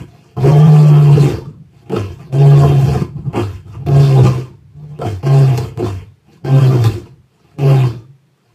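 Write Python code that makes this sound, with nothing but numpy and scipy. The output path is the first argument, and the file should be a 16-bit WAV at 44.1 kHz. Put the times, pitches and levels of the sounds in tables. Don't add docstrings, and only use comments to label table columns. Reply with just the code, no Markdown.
import sys
import numpy as np
from scipy import signal
from scipy.fft import rfft, irfft
from scipy.io import wavfile
from scipy.ndimage import uniform_filter1d, minimum_filter1d

SR = 44100
rng = np.random.default_rng(int(sys.argv[2]) if len(sys.argv) > 2 else 0)


def pcm_store(signal):
    levels = np.round(np.clip(np.atleast_2d(signal), -1, 1) * 32767)
    wavfile.write(sys.argv[1], SR, levels.astype(np.int16).T)


def field_ratio(decibels):
    return 10 ** (np.asarray(decibels, dtype=float) / 20)


N = 376613
T = np.arange(N) / SR
FOLD_PACE = 0.96

# [start_s, pitch_hz, fundamental_db]
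EARLY_MOANS = [
    [(0.38, 125.8, -22), (0.416, 123.7, -19.5), (0.456, 141.4, -9), (0.644, 154.2, -5),
     (1.146, 144.1, -7.5), (1.272, 137.4, -12), (1.358, 101, -24), (1.392, 101.7, -29), (1.5, 154.3, -31)],
    [(2.31, 130.8, -21), (2.406, 142.5, -7.5), (2.494, 142.6, -6), (2.688, 142.5, -13.5),
     (2.842, 133.9, -9.5), (2.952, 132.5, -17), (3.0, 157.5, -15), (3.026, 162.2, -18), (3.06, 163, -37)],
    [(3.88, 141.5, -20), (3.974, 140.4, -5), (4.052, 141.3, -12.5), (4.12, 135.8, -9.5),
     (4.162, 135.2, -8.5), (4.218, 124, -2), (4.28, 127, -11.5), (4.36, 128.1, -18), (4.47, 128.3, -36)],
]
# [start_s, pitch_hz, fundamental_db]
LATE_MOANS = [
    [(5.25, 138.7, -19), (5.308, 138.4, -9.5), (5.418, 139.4, -7), (5.458, 133, -9.5), (5.512, 132.1, -11),
     (5.554, 120, -16.5), (5.638, 120, -21.5), (5.68, 116.9, -28.5)],
    [(6.45, 134.8, -24), (6.538, 137.2, -7), (6.72, 128.2, -9), (6.814, 112.6, -16.5), (6.868, 111.1, -10),
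     (6.92, 101.8, -18.5), (7.01, 98.35, -35), (7.11, 117.8, -37.5)],
    [(7.58, 146, -28), (7.632, 139.2, -12.5), (7.722, 139, -8), (7.852, 125.8, -11.5), (7.932, 115, -27.5),
     (8.018, 112.5, -43.5), (8.064, 132.3, -46), (8.09, 136.9, -40.5)],
]
# [glottis_opens_s, breath_ends_s, air_db, release_db_per_s, overtones_re_tone_db]
BREATHS = [
    (0.367, 1.327, -30, 152, -12),
    (2.326, 3.021, -30.5, 357, -12),
    (3.864, 4.381, -30.5, 188, -10.5),
    (5.229, 5.62, -29.5, 169, -8.5),
    (6.448, 6.94, -30.5, 177, -9),
    (7.587, 7.868, -27.5, 186, -8),
]
# [glottis_opens_s, first_pitch_hz, tone_db, growl_db, air_db]
GRUNTS = [
    (1.897, 145.8, -18, -9.5, -26.5),
    (3.329, 112, -17.5, -14, -27),
    (4.99, 145.8, -18, -12, -29),
    (5.775, 110, -17.5, -12.5, -27),
]
# [center_s, half_length_s, pitch_hz, tone_db, air_db]
MURMURS = [(.001, 0.036, 116.8, -24.5, -40), (0.216, 0.57, 163, -47.5, -52.5),
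           (1.579, 0.059, 150, -37.5, -72), (1.82, .09, 136.6, -47.5, -54), (2.23, 0.092, 143, -34, -47.5),
           (3.191, 0.038, 135, -23, -54.5), (3.285, .03, 140.1, -18, -50), (3.731, .06, 97, -33, -47),
           (3.83, 0.067, 140.3, -26, -52), (4.842, 0.0757, 150.2, -32, -59),
           (4.933, .05, 149.3, -29.5, -52.5), (6.338, .06, 167.5, -43, -52), (7.06, .05, 108.4, -40, -51.5),
           (7.501, .15, 147.9, -51.5, -56.5), (8.5, .12, 128.4, -60.5, -63)]


def rms_one(x):
    return x / np.sqrt(np.mean(x ** 2) + 1e-20)


def evened(x, span_s):
    return x / np.sqrt(uniform_filter1d(x ** 2, size=int(span_s * SR)) + 1e-9)


def drift(rate_hz):
    r = np.exp(-2 * np.pi * rate_hz / SR)
    noise = rng.standard_normal(N + 20000)
    return rms_one(signal.lfilter([1], [1, -2 * r, r * r], noise)[20000:])


def band(x, low_hz, high_hz):
    return signal.sosfilt(signal.butter(3, [low_hz, high_hz], "band", fs=SR, output="sos"), x)


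def course(s, values, outside):
    return np.interp(T, s, values, left=outside, right=outside)


def bump(center_s, half_s):
    return ((T - center_s) / half_s) ** 2


def cavity(x, resonances, patchy_db):
    out = 0
    for hz, width_hz, db in resonances:
        carrier = np.exp(2j * np.pi * hz * T)
        r = np.exp(-1.5 * np.pi * width_hz / SR)
        near = signal.lfilter([(1 - r) ** 2], [1, -2 * r, r * r], x * np.conj(carrier))
        out = out + field_ratio(db + patchy_db * drift(11.8)) * np.real(near * carrier)
    return out


def fold_tone(cycles, rough, tone_db, over_db, grip):
    # [multiple, level_db]
    partials = [(1.5, -12), (2, -7), (2.5, -3.5), (3, 4), (3.5, -7), (4, -3), (4.5, -6), (5, -2.5),
                (5.5, -10.5), (6, -10.5), (7, -23), (8, -11.5), (9, -26.5), (10, -42), (12, -20)]
    octave_grows_db_per_s, half_steps_fade_db_per_s = 1.5, 1.3
    scatter = (drift(32) + 1j * drift(35)) / np.sqrt(2)
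    fold = np.sqrt(1 - rough ** 2) + rough * scatter
    tone = np.real(fold * np.exp(2j * np.pi * cycles))
    overs = 0
    for multiple, db in partials:
        trend_db = (multiple == 2) * octave_grows_db_per_s - (multiple % 1 > 0) * half_steps_fade_db_per_s
        waver = field_ratio(db + trend_db * T + 3.7 * drift(11.0))
        turns = multiple * FOLD_PACE * cycles + rng.random() + 0.073 * drift(30)
        overs = overs + waver * np.sin(2 * np.pi * turns)
    overs = field_ratio(over_db - 8.0) * (1 - rough ** 2) * overs
    return np.sqrt(2) * grip * (field_ratio(tone_db + 1.86) * tone + overs)


def growl(cycles, rough, growl_db, air_db):
    # [center_hz, width_hz, level_db]
    throat = [(199.8, 24, -2), (279.4, 43, -11.5), (333.5, 67, 4.5), (443, 36.7, 3), (506.5, 68, -8)]
    # [center_hz, width_hz, level_db]
    pharynx = [(710, 62, -3.5), (795.5, 62, -5), (917, 74, -12), (1029, 87, -13), (1180, 51, -14),
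               (1290, 69, -15.5)]
    beats = FOLD_PACE * cycles + rough ** 2 * 1.2 * drift(30) + 0.034 * drift(55)
    at = np.flatnonzero(np.diff(np.maximum.accumulate(np.floor(beats)), prepend=0))
    alternation = 1 + 0.67 * (-1) ** np.arange(len(at))
    flaps = np.zeros(N)
    flaps[at] = alternation * field_ratio((-1.0 + 4.5 * rough) * drift(120))[at]
    source = rms_one(flaps) + (0.22 + 0.5 * rough) * rng.standard_normal(N)
    source = source + snaps(16.6, growl_db - 10.5)

    opening_db = -5.5 - 0.59 * np.maximum(growl_db - air_db - 10.5, 0)
    middle = field_ratio(closing_db(air_db)) * cavity(source, pharynx[:2], patchy_db=4.5)
    upper = field_ratio(opening_db + 8.0) * (middle + cavity(source, pharynx[2:], patchy_db=5.5))
    body = cavity(source, throat, patchy_db=3.5) + upper
    return field_ratio(growl_db - 5.0 - 6.9 * (0.5 - rough)) * evened(body, 0.12), flaps


def closing_db(air_db):
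    closing_s, closed_db = 0.086, -21
    slow = uniform_filter1d(air_db, size=4000)
    return np.clip(closing_s * SR * np.gradient(slow), closed_db, 0)


def snaps(gain_db, against_db):
    # [start_s, peak_db]
    closures = [(0.372, -28.5), (1.172, -16), (1.898, -26), (1.919, -7), (1.964, -12), (2.319, -13.5),
                (2.633, -24), (3.332, 8), (3.867, -9.5), (3.885, -15), (4.252, -41), (4.989, -23),
                (5.015, -11), (5.228, -57), (5.576, -10.5), (5.772, -30), (5.795, -25), (6.44, -17),
                (6.84, 9), (7.588, -43)]
    clicks, at = np.zeros(N), [round(s * SR) for s, db in closures]
    clicks[at] = field_ratio(np.clip(np.array(closures)[:, 1] + gain_db - against_db[at], -20, 12))
    decay = np.exp(-1 / (0.0042 * SR))
    return signal.lfilter([1], [1, -decay], clicks + 1e-18) * rng.standard_normal(N)


def rush(cycles, flaps, air_db):
    # [center_hz, width_hz, level_db]
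    jaws = [(1750, 510, -2.5), (2332, 770, 1.5), (2722, 454, 4.5), (3112, 240, 4), (3560, 400, 1),
            (4095, 720, -2.5), (4610, 870, -4.5), (5394, 1580, -7.5), (7030, 2460, -10.5),
            (9700, 1800, -23.5), (11800, 4200, -20.5)]
    puffs = rms_one(signal.lfilter([1], [1, -0.99], flaps))
    gate = 1 + 0.2 * np.sin(2 * np.pi * cycles) + 0.2 * puffs
    source = gate * rng.standard_normal(N) + snaps(-6.0, air_db)
    return field_ratio(air_db - 5.0) * evened(cavity(source, jaws, patchy_db=3.0), 0.13)


def moans():
    rise_db_per_s, tail_db_per_s = 595.5, 108
    overtones_fade_db = 22
    onset_db, attack_s, sag_db, growl_over_air_db = -7, 0.12, -3, 12.5
    growl_lingers = 0.079
    layers = []
    for rows, (start, end, db, release, over_db) in zip(EARLY_MOANS + LATE_MOANS, BREATHS):
        s, hz, tone = np.transpose(rows)
        tone_db = course([s[0] - 0.1, *s, s[-1] + 1],
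                         [tone[0] - 0.1 * rise_db_per_s, *tone, tone[-1] - tail_db_per_s], -150)
        fade_db = overtones_fade_db * np.clip((T - start) / (end - start), 0, 2) ** 2
        air_db = db + course([start - 0.008, start, start + attack_s, end, end + 0.5],
                             [-25, onset_db, 0, sag_db, sag_db - 0.5 * release], -150)
        linger_db = course([end, end + 0.5], [0, 0.5 * growl_lingers * release], 0)
        growl_db = air_db + growl_over_air_db + linger_db
        layers.append([tone_db, tone_db + over_db - fade_db, growl_db, air_db])
    return np.max(layers, axis=0)


def grunts():
    # [after_opening_s, tone_db, growl_db, air_db]
    gesture = [(-.04, -36.5, -40, -24), (0, -7.5, -13.5, -18.5), (.035, -8.5, -0.5, -6.5),
               (0.078, 0.2, -2, -0.5), (0.144, -5.5, -16, -11), (.23, -11, -26.5, -17),
               (.32, -29, -48.5, -36), (.6, -64, -70, -74)]
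    s, tone, throat, air = np.transpose(gesture)
    layers = []
    for at, hz, tone_db, throat_db, air_db in GRUNTS:
        parts = [(tone_db, tone), (tone_db - 14, 0.5 * (tone + throat)), (throat_db, throat), (air_db, air)]
        layers.append([course(at + s, db + shape, -150) for db, shape in parts])
    return np.max(layers, axis=0)


def murmurs():
    layers = []
    for s, half, hz, tone, air in MURMURS:
        peaks_db = np.array([[tone], [tone - 19], [0.5 * (tone + air) + 1.5], [air]])
        layers.append(peaks_db - 7 * bump(s, half))
    return np.max(layers, axis=0)


def rasps():
    # [center_s, half_length_s, growl_gain_db, air_gain_db]
    tight = [(0.375, .02, 2, -7.5), (.47, 0.035, 10, 4.5), (1.005, 0.21, 5, 0), (1.239, 0.11, 9, 6),
             (2.35, 0.023, 7.5, 2), (2.653, 0.092, 11, 3), (2.922, 0.063, 4, 3), (3.365, .03, 9.5, 6),
             (3.895, 0.036, 7, 0), (4.036, 0.054, 3, 4), (4.189, 0.048, 13, 5.5), (4.265, 0.026, 12, 9),
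             (5.27, 0.011, 13.5, 4), (5.583, 0.0079, 3, 8.5), (5.608, .025, 2, -4), (5.678, 0.064, -3, 3),
             (5.829, 0.024, 4.5, -5.5), (6.473, 0.038, 7.5, 2.5), (6.63, 0.039, 0, 3.5),
             (6.741, 0.041, 10.5, 0), (6.861, 0.023, 5, 12.5), (6.93, 0.041, 4, -0.5),
             (7.71, 0.048, 2.5, 0.5)]
    growl_db, air_db = sum(np.outer([growl_gain, air_gain], np.exp(-bump(s, half)))
                           for s, half, growl_gain, air_gain in tight)
    return np.array([0 * air_db, 0.75 * growl_db, growl_db, air_db])


def pitch():
    peak_hz, end_hz = 110, 95.92
    points = [(s, hz) for rows in EARLY_MOANS + LATE_MOANS for s, hz, db in rows]
    points += [(row[0], row[2]) for row in MURMURS]
    for at, hz, *levels in GRUNTS:
        points += [(at + 0.03, hz), (at + 0.08, peak_hz), (at + 0.15, end_hz), (at + 0.22, 0.93 * end_hz)]
    s, hz = np.transpose(sorted(points))
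    return np.interp(T, s, hz)


def roughness():
    # [clear_from_s, clear_until_s, hoarse_from_s, tone_lost_s]
    fold_states = [
        (.51, 1.14, 1.18, 1.33),
        (2.38, 2.62, 2.82, 2.94),
        (3.96, 4.15, 4.24, 4.46),
        (5.29, 5.45, 5.56, 5.62),
        (6.52, 6.7, 6.8, 6.98),
        (7.65, 7.8, 7.9, 7.94),
    ]
    # [after_opening_s, roughness_0_to_1]
    grunt_states = [(-.02, .9), (.03, .5), (.09, .32), (.2, .45), (.28, .9)]
    # [start_s, end_s]
    voiced = [
        (4.77, 4.96),
        (8.08, 8.25),
    ]
    clear, hoarse, loose, settle_s = 0.06, 0.35, 0.9, 0.07
    s, values = np.transpose(grunt_states)
    shapes = [course(row[0] + s, values, loose) for row in GRUNTS]
    for a, b in voiced:
        shapes.append(course([a - settle_s, a, b, b + settle_s], [loose, hoarse, hoarse, loose], loose))
    for start, until, rough_from, lost in fold_states:
        times = [start - 2 * settle_s, start, until, rough_from, lost - settle_s / 2, lost + settle_s / 2]
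        shapes.append(course(times, [loose, clear, clear, hoarse, hoarse, loose], loose))
    return np.min(shapes, axis=0)


def slips():
    # [center_s, depth_db, length_s]
    lost_grips = [(0.516, -13, 0.0043), (0.671, -10.5, 0.0054), (1.159, -29, 0.004), (1.297, -4, 0.004),
                  (2.897, -4.5, 0.004), (4.238, -30, 0.0033), (5.588, 3, 0.0034), (6.607, -11, 0.0076),
                  (6.724, -7, 0.017), (6.78, 0.5, 0.038)]
    dip_db, turns = np.zeros(N), np.zeros(N)
    for s, depth_db, length_s in lost_grips:
        dip_db += depth_db * np.exp(-bump(s, length_s))
        turns += 0.1452 * np.tanh((T - s) / length_s)
    return field_ratio(dip_db), turns


def held_breath():
    db = np.zeros(N)
    for s, *rest in BREATHS + GRUNTS:
        db -= 9.0 * np.exp(np.minimum(T - s, 0) / 0.03) * (T < s)
    return field_ratio(db)


def field(x):
    t60_s, level_db = 0.25, -6
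    t = np.arange(int(0.6 * SR)) / SR
    tail = rng.standard_normal(len(t)) * field_ratio(-60 * t / t60_s) * (t > 0.002)
    return x + field_ratio(level_db) * signal.fftconvolve(x, tail / np.sqrt(np.sum(tail ** 2)))[:N]


def echoes(x):
    # [delay_s, level_db]
    paths = [(.043, -26), (.071, -20.5), (.113, -26), (.167, -34), (0.234, -48)]
    out = np.zeros(N)
    for s, db in paths:
        lag = round(s * SR)
        out[lag:] += field_ratio(db) * x[:-lag]
    return band(out, 67, 2800)


def ground(x):
    # [center_hz, width_hz]
    dips = [(605, 65), (3850, 90)]
    for hz, width_hz in dips:
        x = 0.25 * x + 0.75 * signal.lfilter(*signal.iirnotch(hz, hz / width_hz, fs=SR), x)
    return x


def wind():
    # [peak_s, level_db, slope_db_per_s]
    gusts = [(.001, -37, 82), (.58, -32, 109), (1.09, -27, 67), (2.1, -40, 21.5), (2.68, -13.5, 152),
             (2.92, -17.5, 85), (3.2, -27.5, 150), (3.65, -31.5, 36), (3.97, -16.5, 110), (4.6, -40.5, 11),
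             (5.07, -66, 120), (5.97, -35.5, 99), (7.0, -58, 30), (7.66, -46, 70)]
    db = np.max([db - slope * abs(T - s) for s, db, slope in gusts], axis=0)
    return field_ratio(db) * rms_one(band(rng.standard_normal(N), 67, 140))


def night():
    # [frequency_hz, density_db_per_hz]
    spectrum = [(24, -36), (40, -69), (143, -2.5), (235, -21), (368, -16), (591, -25), (2010, -29.5),
                (2450, -30), (15500, -47)]
    hz, db = np.transpose(spectrum)
    bins_hz = np.arange(N // 2 + 1) * SR / N
    shape = field_ratio(np.interp(np.log(bins_hz + 1), np.log(hz), db))
    noise = rms_one(irfft(rfft(rng.standard_normal(N)) * shape, N))
    return field_ratio(-53.5 - 5.5 + 0.72 * drift(3)) * noise


def scene():
    levels_db = np.maximum(np.max([moans(), grunts(), murmurs()], axis=0), -100)
    tone_db, over_db, growl_db, air_db = levels_db + rasps()
    rough = roughness()
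    grip, turns = slips()
    cycles = np.cumsum(pitch() * (1 + 0.005 * drift(30)) / SR) + turns
    throat, flaps = growl(cycles, rough, growl_db, air_db)
    held = held_breath()
    rasp = held * field(throat + rush(cycles, flaps, air_db))
    tone = fold_tone(cycles, rough, tone_db, over_db, grip * held)
    return (ground(tone + echoes(tone) + rasp) + wind() + night())[None]


def roll_off(x):
    return signal.sosfilt(signal.butter(12, 15710, fs=SR, output="sos"), x)


def record(dry):
    heard = signal.sosfilt(signal.butter(3, 48, "high", fs=SR, output="sos"), dry)
    heard = signal.sosfilt(signal.cheby2(14, 60, 15900, fs=SR, output="sos"), heard)
    room = np.minimum(1, 0.99 / (np.abs(heard) + 1e-9))
    gain = uniform_filter1d(minimum_filter1d(room, size=400), size=400)
    return roll_off(heard * gain)


dry = scene()
out = record(dry)
pcm_store(out)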